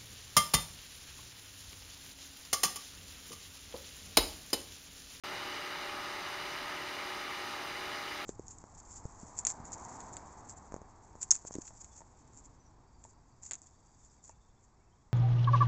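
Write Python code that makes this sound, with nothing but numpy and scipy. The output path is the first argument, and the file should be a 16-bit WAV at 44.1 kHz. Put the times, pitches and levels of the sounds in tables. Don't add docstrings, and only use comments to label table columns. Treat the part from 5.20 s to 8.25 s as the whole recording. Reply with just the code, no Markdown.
import sys
import numpy as np
from scipy import signal
from scipy.fft import rfft, irfft
from scipy.io import wavfile
from scipy.ndimage import uniform_filter1d

SR = 44100
rng = np.random.default_rng(int(sys.argv[2]) if len(sys.argv) > 2 else 0)


def volts(x):
    e = np.asarray(x, float) / 20
    return 10 ** e


def output_pcm(signal):
    pcm = np.clip(np.atleast_2d(signal).T, -1, 1) * 32767
    wavfile.write(sys.argv[1], SR, np.round(pcm).astype(np.int16))


N = 134505
T_S = np.arange(N) / SR


def walk(rate_hz):
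    hold = max(int(SR / rate_hz), 1)
    levels = rng.standard_normal(N // 100)[:N // hold + 1]
    drift = np.repeat(levels, hold)
    for _ in range(2):
        drift = uniform_filter1d(drift, hold)
    drift = drift[:N]
    return (drift - drift.mean()) / drift.std()


# t/s, shaft rate/(turns/s)
SHAFT_SPEED = [
    (0, 36.73),
    (1.5, 36.83),
    (3.05, 36.99),
]


def shaft_turns():
    wobble_ratio, wobble_hz = .0006, 5.96
    t_s, turns_per_s = np.transpose(SHAFT_SPEED)
    speed = np.interp(T_S, t_s, turns_per_s)
    return np.cumsum(speed * (1 + wobble_ratio * walk(wobble_hz))) / SR


def bumps_db(hz, table):
    total_db = 0
    for centre_hz, width_hz, lift_db in table:
        total_db = total_db + lift_db / (1 + (2 * (hz - centre_hz) / width_hz) ** 2)
    return total_db


# f/Hz, density/dB
AIR_COLOUR = [(22, -10.5), (200, -8), (900, -3), (2200, -1.5), (4500, -10.5), (6800, -21), (10000, -28.5),
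              (15500, -32.5)]
# f/Hz, width/Hz, lift/dB
FRAME_RESONANCES = [(388, 83, 2.5), (546, 320, -2), (882, 120, 4), (1258, 204, 4), (1560, 81, -3),
                    (2020, 500, 2), (2580, 100, -8), (2945, 162, 5.5), (3246, 214, -5.5), (4000, 370, 3.5),
                    (4320, 220, -3), (4984, 490, 5), (734, 82, -0.5), (2264, 104, -2)]
# f/Hz, width/Hz, lift/dB
CAVITY_RIPPLES = [(5440, 270, -3), (6020, 530, 6), (6900, 400, 1.5), (8550, 430, 5), (9000, 180, -2),
                  (9540, 700, 7), (10700, 500, 5.5), (11870, 570, 6.5), (12300, 250, 0), (12800, 400, 5),
                  (13100, 300, 4), (14150, 500, 3), (15250, 400, 5)]


def air_rush(turns):
    level_db, swell_db, swell_hz = -41, .15, 4.2
    patch_db, patch_hz = .07, 10
    flicker_db, flicker_hz = .67, 40
    gust_s, gust_length_s, gust_db = 1.37, .045, 1
    throb_4_per_turn, throb_2_per_turn = .038, .056

    hz = np.maximum(np.fft.rfftfreq(N, 1 / SR), 1)
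    colour_hz, colour_db = np.transpose(AIR_COLOUR)
    shape_db = np.interp(np.log(hz), np.log(colour_hz), colour_db)
    shape_db = shape_db + bumps_db(hz, FRAME_RESONANCES) + bumps_db(hz, CAVITY_RIPPLES)
    spectrum = rfft(rng.standard_normal(N)) * volts(shape_db)

    band_place = np.clip(2 * np.log2(hz / 125), 0, 14)
    patches = [walk(patch_hz) for _ in range(5)]
    rush = 0
    for band in range(15):
        share = np.cos(np.pi / 2 * np.clip(band_place - band, -1, 1)) ** 2
        band_db = patch_db * patches[band // 3] + flicker_db * walk(flicker_hz)
        rush = rush + irfft(spectrum * share, N) * volts(band_db)

    throb = 1 + throb_4_per_turn * np.sin(8 * np.pi * turns)
    throb = throb + throb_2_per_turn * np.sin(4 * np.pi * turns)
    gust = np.exp(-((T_S - gust_s) / gust_length_s) ** 2)
    rush = rush * throb * volts(swell_db * walk(swell_hz) + gust_db * gust)
    return rush * volts(level_db) / rush.std()


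# order/(f/shaft rate), level/dB
SHAFT_ORDERS = [(7, -76), (8, -60.5), (9, -67), (10, -56.5), (11, -72), (16, -56.5), (18, -68), (22, -54.5),
                (25, -64), (28, -61), (32, -60), (34, -55.5), (36, -66), (44, -64)]


def shaft_hum(turns):
    waver_hz, waver_db_per_order = 7, .06
    hum = 0
    for order, level_db in SHAFT_ORDERS:
        gain = np.sqrt(2) * volts(level_db + waver_db_per_order * order * walk(waver_hz))
        hum = hum + gain * np.sin(2 * np.pi * (order * turns + rng.random()))
    return hum


def scene():
    turns = shaft_turns()
    return (air_rush(turns) + shaft_hum(turns))[None]


def band_limit(x):
    return signal.sosfilt(signal.butter(12, 15980, fs=SR, output="sos"), x)


def record(dry):
    rumble_cut_hz, top_hz = 19, 15735
    notch_hz, notch_widths_hz = 7877, (510, 250)
    start_s, fade_in_s = .03625, .0012
    x = signal.sosfilt(signal.butter(2, rumble_cut_hz, "high", fs=SR, output="sos"), dry)
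    for width_hz in notch_widths_hz:
        x = signal.lfilter(*signal.iirnotch(notch_hz, notch_hz / width_hz, SR), x)
    x = x * np.clip((T_S - start_s) / fade_in_s, 0, 1)
    x = signal.sosfilt(signal.ellip(12, .3, 45, top_hz, fs=SR, output="sos"), x)
    return band_limit(x)


dry = scene()
out = record(dry)
output_pcm(out)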